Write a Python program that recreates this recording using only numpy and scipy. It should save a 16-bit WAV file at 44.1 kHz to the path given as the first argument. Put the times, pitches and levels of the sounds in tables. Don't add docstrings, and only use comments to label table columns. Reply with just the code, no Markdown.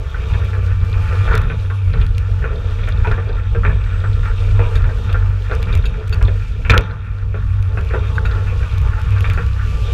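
import sys
import numpy as np
from scipy import signal
from scipy.fft import rfft, irfft, next_fast_len
from scipy.io import wavfile
from scipy.ndimage import uniform_filter1d

SR = 44100
rng = np.random.default_rng(int(sys.argv[2]) if len(sys.argv) > 2 else 0)


def unload_wav(signal):
    wavfile.write(
        sys.argv[1],
        SR,
        np.round(np.clip(np.atleast_2d(signal).T, -1, 1) * 32767).astype(np.int16),
    )


def magnitude_from_level(level_db):
    exponent = np.asarray(level_db, float) / 20
    return 10 ** exponent


N = 437913
T = np.arange(N) / SR

# t/s, level/dB
RUMBLE_LEVEL = [(0.0, -14), (0.02, -22.5), (0.39, -14.5), (0.69, -20.5), (1.35, -12), (1.8, -26.5),
                (1.96, -10), (2.29, -21.5), (2.32, -14), (2.65, -19.5), (3.12, -11.5), (3.18, -16),
                (3.48, -19), (3.57, -13), (4.01, -20.5), (4.17, -13), (4.37, -20), (4.51, -12.5),
                (4.73, -21), (4.75, -15), (4.92, -16.5), (5.12, -13.5), (5.42, -26.5), (5.72, -8.5),
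                (6.06, -23), (6.25, -11.5), (6.36, -19.5), (6.8, -12.5), (6.88, -27.5), (7.66, -18),
                (9.4, -16), (9.93, -20)]
# t/s, bed rattle level/dB, tyre hiss level/dB
ROAD_LEVEL = [(0.0, -37.5, -51.5), (0.3, -33.5, -46), (0.77, -38.5, -50.5), (1.22, -30.5, -43),
              (1.35, -29, -46), (1.52, -37, -53), (1.77, -40, -52.5), (3.09, -34.5, -49.5),
              (3.34, -36.5, -55), (3.82, -36.5, -53), (4.26, -36.5, -48), (4.64, -33.5, -46.5),
              (5.42, -38, -50.5), (5.72, -32.5, -47), (5.83, -36.5, -53), (6.61, -40.5, -50),
              (6.83, -36, -57), (6.99, -41.5, -61), (7.24, -44.5, -57), (8.1, -35, -49),
              (9.16, -34.5, -47.5), (9.32, -35, -46.5), (9.49, -36.5, -48.5), (9.93, -33.5, -43)]
# f/Hz, level/dB, t60/s (ring() limits t60)
BED_MODES = [(430.3, -9.5, 0.43), (454.3, 0.5, 0.16), (492.4, -0.5, 0.067), (551, -12.5, 0.18),
             (579, -26, 0.22), (612, -9, 0.092), (889.4, -10.5, 0.45), (973.4, -10, 0.21), (1070, -8, 0.17),
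             (1184, -5.5, 0.15), (1270, -3.5, 0.026), (1360, -5.5, 0.12), (1420, 6, 0.031),
             (1490, 2.5, 0.031), (1568, -2.5, 0.066), (1680, -3.5, 0.072), (1741, -1.5, 0.048),
             (1800, -18.5, 0.059), (2380, -5, 0.018), (2430, 5, 0.016), (2570, 0.5, 0.023),
             (2760, -10.5, 0.049), (2960, 0.5, 0.0064), (3345, -3, 0.019), (3660, -3, 0.021),
             (3860, -25.5, 0.011), (5920, -10, 0.0085)]
# t/s, body peak/dB, dull part re body/dB, bright part re body/dB, struck panel f/Hz
KNOCKS = [(0.144, -20, -24, -26, 1420), (0.336, -24.5, -25, -27, 1550), (0.532, -23.5, -25, -6, 1573),
          (0.705, -26, -10, -4, 1520), (0.938, -26, -26, -0.5, 1360), (1.277, -16, -12, -13, 1376),
          (1.311, -15, -3, -18, 1391), (1.341, -15, -1.5, -8, 1360), (1.5, -20.5, -5, -2, 1360),
          (1.701, -22.5, -11, -10, 1380), (1.938, -23, -2, -4.5, 1360), (2.013, -30.5, 1, 3.5, 1680),
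          (2.42, -24.5, -6, -19, 1568), (2.441, -17, -3.5, -12, 1390), (2.788, -30, -19, -2, 1580),
          (2.834, -29.5, -13, 2.5, 1277), (2.875, -24, -2, -5, 1380), (3.047, -15.5, -33, -11, 853),
          (3.071, -16.5, -0.5, -9, 1394), (3.113, -15.5, -5, -18, 1380), (3.178, -22, 0, -20, 1420),
          (3.293, -28, 5.5, -44, 1070), (3.549, -21, 2, -9.5, 1370), (3.634, -16.5, -17, -19, 1420),
          (3.65, -10, -10.5, -8.5, 1320), (3.693, -19, -5, -18, 1375), (4.04, -19, -5.5, -23, 1270),
          (4.232, -24.5, -22, -13, 1373), (4.257, -22, -31, -6, 1420), (4.593, -15, 1.5, -10, 945),
          (4.754, -22, -24, -7, 1796), (4.842, -22.5, -10, -10, 1400), (4.891, -23.5, -2, -28, 1420),
          (5.092, -25.5, -2.5, -5, 1400), (5.144, -15.5, -6, -16, 1560), (5.497, -24.5, -1, -9, 1431),
          (5.513, -16, -2.5, -14, 1351), (5.687, -31, 1, 3, 1238), (5.737, -34, -7, 7, 1390),
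          (5.841, -24, -19, -7, 1555), (5.942, -27.5, -6, -16, 1340), (6.125, -23, -9, -11, 1456),
          (6.212, -19, -9, -10, 915), (6.282, -23.5, 3, -4.5, 1486), (6.65, -21, -16, 0.5, 1551),
          (6.697, -3.5, -8.5, 0.5, 1890), (6.736, -4.5, -9.5, -33, 1360), (6.766, -16, 0, -13, 1400),
          (6.776, -21.5, 3, -2, 1840), (6.91, -27, -7, -28, 1387), (7.343, -24, 0.5, -16, 1360),
          (7.773, -18.5, -3.5, -10, 1360), (7.907, -22.5, -10, -10, 1525), (7.937, -15, -1.5, -13, 1189),
          (8.252, -19, -17, -11, 1490), (8.311, -24, -4, -13, 1420), (8.356, -28.5, 1, -14, 1115),
          (8.47, -27, -18, -8, 1712), (8.628, -26.5, -23, -6, 1384), (9.163, -22, -15, -15, 1400),
          (9.243, -15.5, -27, -3.5, 1882), (9.299, -22.5, -20, 0.5, 1550), (9.375, -16, -5, -10, 1320)]


def curves(table):
    s, *columns = np.transpose(table)
    return [np.interp(T, s, c) for c in columns]


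def unit(x):
    return x / np.sqrt(np.mean(x ** 2))


def colour(x, points):
    hz, db = np.transpose(points)
    size = next_fast_len(len(x))
    f = np.maximum(np.arange(size // 2 + 1) * SR / size, 1)
    gain = magnitude_from_level(np.interp(np.log(f), np.log(hz), db))
    return irfft(rfft(x, size) * gain, size)[:len(x)]


def walk(rate_hz):
    k = int(SR / rate_hz)
    held = np.repeat(rng.standard_normal(N // k + 1), k)
    return unit(uniform_filter1d(uniform_filter1d(held, k), k)[:N])


def tone(hz):
    return np.sin(2 * np.pi * np.cumsum(hz) / SR)


def ring(modes, extra_db=0, detune=.018):
    length_s, contact_s = .14, .0004
    hz, db, t60_s = np.transpose(modes)[:, :, None]
    t = np.arange(int(length_s * SR)) / SR
    decay = np.exp(-np.log(1000) * t / np.clip(t60_s, .005, .3))
    fade = decay * (1 - np.exp(-t / contact_s)) ** 2
    near_hz = hz * (1 + detune * rng.standard_normal((3, len(hz), 1)))
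    return np.sum(magnitude_from_level(db + extra_db) * fade * np.sin(2 * np.pi * near_hz * t), axis=(0, 1))


def taps(size, rate_hz, scatter_db):
    hit = rng.random(size) < rate_hz / SR
    size_db = scatter_db * np.minimum(rng.exponential(size=size), 4)
    return hit * magnitude_from_level(size_db) * rng.choice([-1, 1], size)


def strike(modes, fade_s, rate_hz, lean_db, detune=0.024):
    bounces_db, rise_s = -11.5, 0.0024
    t = np.arange(SR // 8) / SR
    swell = np.exp(-t / fade_s) * (1 - np.exp(-t / rise_s))
    contacts = taps(len(t), rate_hz, scatter_db=2.5) * swell * magnitude_from_level(bounces_db)
    contacts[0] = 1
    blow = signal.fftconvolve(contacts, ring(modes, lean_db, detune=detune))
    return blow / np.max(np.abs(blow))


def parts(modes, edges_hz):
    modes = np.array(modes)
    group = np.digitize(modes[:, 0], edges_hz)
    return [modes[group == k] for k in range(len(edges_hz) + 1)]


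def chance_db(modes):
    return 3.0 * rng.standard_normal((len(modes), 1))


def add(out, s, sound):
    i = int(s * SR)
    out[i:i + len(sound)] += sound[:len(out) - i]


def rumble():
    # f/Hz, relative density/dB
    outline = [(7.1, -39), (12, -17), (38, 0), (70, -3), (80, -3.5), (100, -11), (180, -120)]
    # t/s, f/Hz
    bounce_pitch = [(0, 64.34), (.9, 63), (1.6, 37.96), (2.3, 45), (3.2, 40.18), (3.5, 52.83), (4.1, 33),
                    (5, 40), (5.4, 54.17), (5.7, 48.05), (6.7, 48), (7.1, 54.76), (8.5, 62.9), (9.93, 60)]
    level_db, bounce_hz = curves(RUMBLE_LEVEL)[0], curves(bounce_pitch)[0]
    bounce = magnitude_from_level(3.5 * walk(9)) * tone(bounce_hz + 4.5 * walk(12))
    noise = colour(rng.standard_normal(N), outline)
    swing = unit(.7 * unit(noise) + .7 * unit(bounce))
    lopsided = .23 * (swing ** 2 - uniform_filter1d(swing ** 2, size=SR // 16))
    return magnitude_from_level(level_db) * (swing + lopsided)


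def hum():
    # t/s, level/dB
    hum_level = [(0.0, -27), (0.11, -40), (0.33, -17.5), (1.16, -18), (1.22, -14.5), (1.27, -41),
                 (1.35, -12.5), (1.49, -28), (1.6, -16.5), (2.13, -23), (2.18, -15.5), (2.49, -32),
                 (2.79, -15), (2.88, -23.5), (4.87, -15.5), (5.0, -24.5), (5.09, -13.5), (5.28, -15),
                 (5.45, -25), (5.72, -20), (6.0, -30.5), (6.06, -19), (6.28, -16.5), (6.64, -33.5),
                 (6.67, -18.5), (6.94, -29.5), (7.61, -15.5), (7.69, -22.5), (8.57, -17.5), (8.65, -30),
                 (8.91, -16), (9.93, -22)]
    centre_hz, wander_rms_hz = 95.26, 2.315
    throb = magnitude_from_level(2.1 * walk(11))
    sine = np.sqrt(2) * tone(centre_hz + wander_rms_hz * walk(18))
    return magnitude_from_level(curves(hum_level)[0]) * throb * sine


def drumming(shaking):
    # f/Hz, relative density/dB
    outline = [(65, -29.5), (110, 2), (124, -15.5), (156, -8), (194, -18.5), (302, -27.5), (340, -58),
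               (440, -71.5), (750, -120)]
    under_rumble_db, jolt_gain_db = -14.5, -15.5
    noise = unit(colour(rng.standard_normal(N), outline)) * magnitude_from_level(1.98 * walk(8))
    level = magnitude_from_level(curves(RUMBLE_LEVEL)[0] + under_rumble_db) + magnitude_from_level(jolt_gain_db) * shaking
    return level * noise


def jolt():
    rise_s, fade_s = 0.028, 0.035
    blows = np.zeros(N)
    for s, peak_db, *_ in KNOCKS:
        blows[int(s * SR)] = magnitude_from_level(peak_db) ** 2
    t = np.arange(SR // 2) / SR
    swell = (1 - np.exp(-t / rise_s)) * np.exp(-t / fade_s)
    return np.sqrt(np.abs(signal.oaconvolve(blows, swell)[:N]))


def bed_rattle(shaking):
    jolt_gain_db = -23.5
    rattle = 0
    for modes in parts(BED_MODES, [750, 1220, 2100, 3050]):
        unsteady = magnitude_from_level(2.6 * walk(25) + 1.5 * walk(6))
        drive = unit(taps(N, 1300, scatter_db=3.2)) * unsteady
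        rattle = rattle + signal.oaconvolve(drive, ring(modes, detune=0.014))[:N]
    level = magnitude_from_level(curves(ROAD_LEVEL)[0]) + magnitude_from_level(jolt_gain_db) * shaking
    return level * unit(rattle)


def knocks():
    clatter_s, rate_hz = 0.02, 2500
    out = np.zeros(N)
    dull, body, bright, _ = parts(BED_MODES, [750, 2100, 3050])
    for s, peak_db, dull_db, bright_db, panel_hz in KNOCKS:
        near_db = -9 * np.abs(np.log2(body[:, :1] / panel_hz))
        for modes, db, lean_db in ((body, 0, near_db), (dull, dull_db, 0), (bright, bright_db, 0)):
            blow = strike(modes, clatter_s, rate_hz, lean_db + chance_db(modes))
            add(out, s, magnitude_from_level(peak_db + db) * blow)
    return out


def stone():
    # f/Hz, level/dB, t60/s
    stone_modes = [(1530, 6, 0.014), (1720, -11, 0.0081)]
    # t/s, peak/dB
    hits = [(8.1813, -9)]
    out = np.zeros(N)
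    for s, peak_db in hits:
        add(out, s, magnitude_from_level(peak_db) * strike(stone_modes, .004, 2500, 0))
    return out


def ticks():
    # t/s, crackle level before colouring/dB
    contacts = [(0.447, -43.5), (0.8973, -47), (1.262, -50), (1.353, -28.5), (1.3778, -29.5),
                (1.4164, -39.5), (2.0652, -39), (2.1811, -33.5), (2.8882, -38), (3.118, -42.5),
                (4.7546, -41.5), (4.9848, -44), (5.1284, -37), (5.5515, -36.5), (5.628, -36), (5.7522, -32),
                (5.775, -35.5), (6.0756, -45), (6.08, -42.5), (6.095, -40), (6.144, -37.5), (6.2267, -36),
                (6.2427, -45.5), (6.6958, -38), (6.7012, -22.5), (6.7057, -26), (6.7182, -32), (6.743, -34),
                (6.7783, -15), (6.809, -41.5), (7.626, -42), (7.8107, -42.5), (7.848, -44), (8.738, -45.5),
                (8.7818, -37.5), (8.8163, -39), (8.998, -42.5), (9.016, -38.5), (9.106, -42), (9.1263, -45),
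                (9.207, -34.5), (9.2996, -34.5), (9.3348, -38), (9.464, -40)]
    # f/Hz, gain/dB
    outline = [(700, -8.5), (2500, 19.5), (4500, 8.5), (7000, 4), (10500, -1), (14000, -0.5), (15500, -13)]
    # f/Hz, gain/dB
    hard_outline = [(5000, 1.5), (9000, -3), (14000, -10)]
    hard_db, swing_hz, swing_peak_s = -27.5, 75, .009
    sharp, hard, low = np.zeros((3, N))
    t = np.arange(SR // 20) / SR
    crackle = np.exp(-((t - .0008) / 0.00088) ** 2)
    envelope = (t / swing_peak_s) ** 2 * np.exp(2 - 2 * t / swing_peak_s)
    swing = -np.sin(2 * np.pi * swing_hz * t) * envelope
    gaps_s = np.diff([row[0] for row in contacts], append=np.inf)
    for (s, level_db), gap_s in zip(contacts, gaps_s):
        layer = hard if level_db > hard_db else sharp
        add(layer, s, magnitude_from_level(level_db) * rng.standard_normal(len(t)) * crackle)
        rebound = .36 * np.clip((level_db + 47) / 14, 0, 1) * (gap_s > .012)
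        add(low, s, rebound * swing)
    return colour(sharp + colour(hard, hard_outline), outline) + low


def pin():
    # f/Hz, level/dB, t60/s
    pin_modes = [(2630, 9, 0.032), (3730, 10.5, 0.02), (4530, 6, 0.022), (6770, 2, 0.012),
                 (7200, -12, 0.015), (9090, -5.5, 0.05), (12250, -10, .03), (13800, -15, 0.016),
                 (12700, -11, .025)]
    # t/s, peak/dB
    jingles = [(4.7562, -25.5), (5.726, -28), (5.8558, -23.5), (6.1265, -22), (8.1544, -33.5),
               (8.255, -25.5), (9.205, -40), (9.3363, -34)]
    out = np.zeros(N)
    for s, peak_db in jingles:
        jingle = strike(pin_modes, 0.011, 4000, chance_db(pin_modes), detune=0.008)
        add(out, s, magnitude_from_level(peak_db) * jingle)
    return out


def latch():
    # f/Hz, level/dB, t60/s
    latch_modes = [(3430, -9, 0.022), (3555, -3.5, 0.025), (3840, -29.5, 0.0067), (4090, -4.5, 0.016),
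                   (4720, -15.5, 0.026)]
    # t/s, peak/dB
    clinks = [(0.3361, -34), (1.3299, -32), (1.3525, -26), (1.3726, -29), (1.933, -32), (2.0135, -27.5),
              (2.8389, -32), (2.9741, -34), (3.0714, -34), (3.2898, -32), (4.1312, -31.5), (4.7556, -30),
              (5.0946, -31), (5.1269, -35), (5.5132, -30), (5.6263, -33), (5.7264, -29), (5.823, -35),
              (5.8556, -24), (6.1265, -29), (6.2507, -28), (6.2754, -27.5), (6.704, -9), (6.776, -16),
              (6.8364, -35), (6.9105, -35.5), (8.2541, -34), (8.313, -30), (9.2529, -31)]
    faint_per_s, faint_db = 9, -42.5
    out = np.zeros(N)
    for s, peak_db in clinks:
        add(out, s, magnitude_from_level(peak_db) * strike(latch_modes, .006, 3000, chance_db(latch_modes)))
    clink = ring(latch_modes)
    chatter = signal.oaconvolve(taps(N, faint_per_s, scatter_db=3.5), clink / np.max(np.abs(clink)))[:N]
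    rattle_db = curves(ROAD_LEVEL)[0]
    return out + magnitude_from_level(faint_db + rattle_db - np.mean(rattle_db)) * chatter


def gear_whine():
    # t/s, f/Hz, first partial level/dB, second partial level/dB
    gears = [(0, 1120, -52, -60), (.5, 1160, -50, -58), (.74, 1168, -48, -49), (.88, 1180, -47, -42),
             (.96, 1192, -45, -50), (1.25, 1203, -43, -49), (1.8, 1150, -66, -74), (6.9, 1145, -72, -78),
             (7.45, 1125, -52, -72), (7.8, 1105, -57, -72), (8.4, 1108, -49, -70), (8.9, 1105, -49, -70),
             (9.3, 1128, -46, -66), (9.6, 1168, -45, -65), (9.93, 1182, -41, -64)]
    hz, first_db, second_db = curves(gears)
    hz = hz + 1.5 * walk(15)
    waver = magnitude_from_level(2.5 * walk(12))
    return waver * np.sqrt(2) * (magnitude_from_level(first_db) * tone(hz) + magnitude_from_level(second_db) * tone(2 * hz))


def turbo_whistle():
    # t/s, f/Hz, level/dB
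    turbo = [(0, 13250, -78), (.45, 12700, -81), (.8, 11400, -82), (1, 11280, -68), (1.5, 10500, -70),
             (2, 9660, -69), (2.6, 8660, -83), (3.5, 7790, -74), (4, 7800, -67.5), (4.7, 8350, -68),
             (5.2, 8850, -80), (6, 8850, -99), (7.1, 9840, -82), (7.5, 9930, -74), (8.8, 10750, -74),
             (9.3, 11100, -73), (9.6, 12900, -84), (9.93, 13350, -90)]
    hz, db = curves(turbo)
    whistle = np.sqrt(2) * tone(hz + 70 * walk(200))
    return magnitude_from_level(db + 3.0 * walk(40)) * whistle


def tyres():
    # f/Hz, relative density/dB
    outline = [(1650, -29.5), (2800, -8), (3700, -18.5), (4030, -16), (7850, -26), (8930, -32),
               (10000, -30.5), (12300, -38), (13500, -33), (14500, -39), (15500, -51.5)]
    grit = unit(taps(N, 2500, scatter_db=3.5))
    hiss = unit(colour(rng.standard_normal(N) + 0.9 * grit, outline))
    return magnitude_from_level(curves(ROAD_LEVEL)[1] + 1.3 * walk(25)) * hiss


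def scene():
    shaking = jolt()
    clamp = rumble() + hum() + drumming(shaking)
    steel = bed_rattle(shaking) + knocks() + stone() + pin() + latch()
    air = gear_whine() + turbo_whistle() + tyres()
    return (clamp + steel + ticks() + air)[None]


def roll_off(x):
    return signal.sosfilt(signal.butter(12, 15680, fs=SR, output="sos"), x)


def record(dry):
    top, top_hz = .98, 15600
    rounded = dry / (1 + np.abs(dry / top) ** 6) ** (1 / 6)
    mix = signal.sosfilt(signal.butter(6, top_hz, fs=SR, output="sos"), rounded)
    return roll_off(mix)


dry = scene()
out = record(dry)
unload_wav(out)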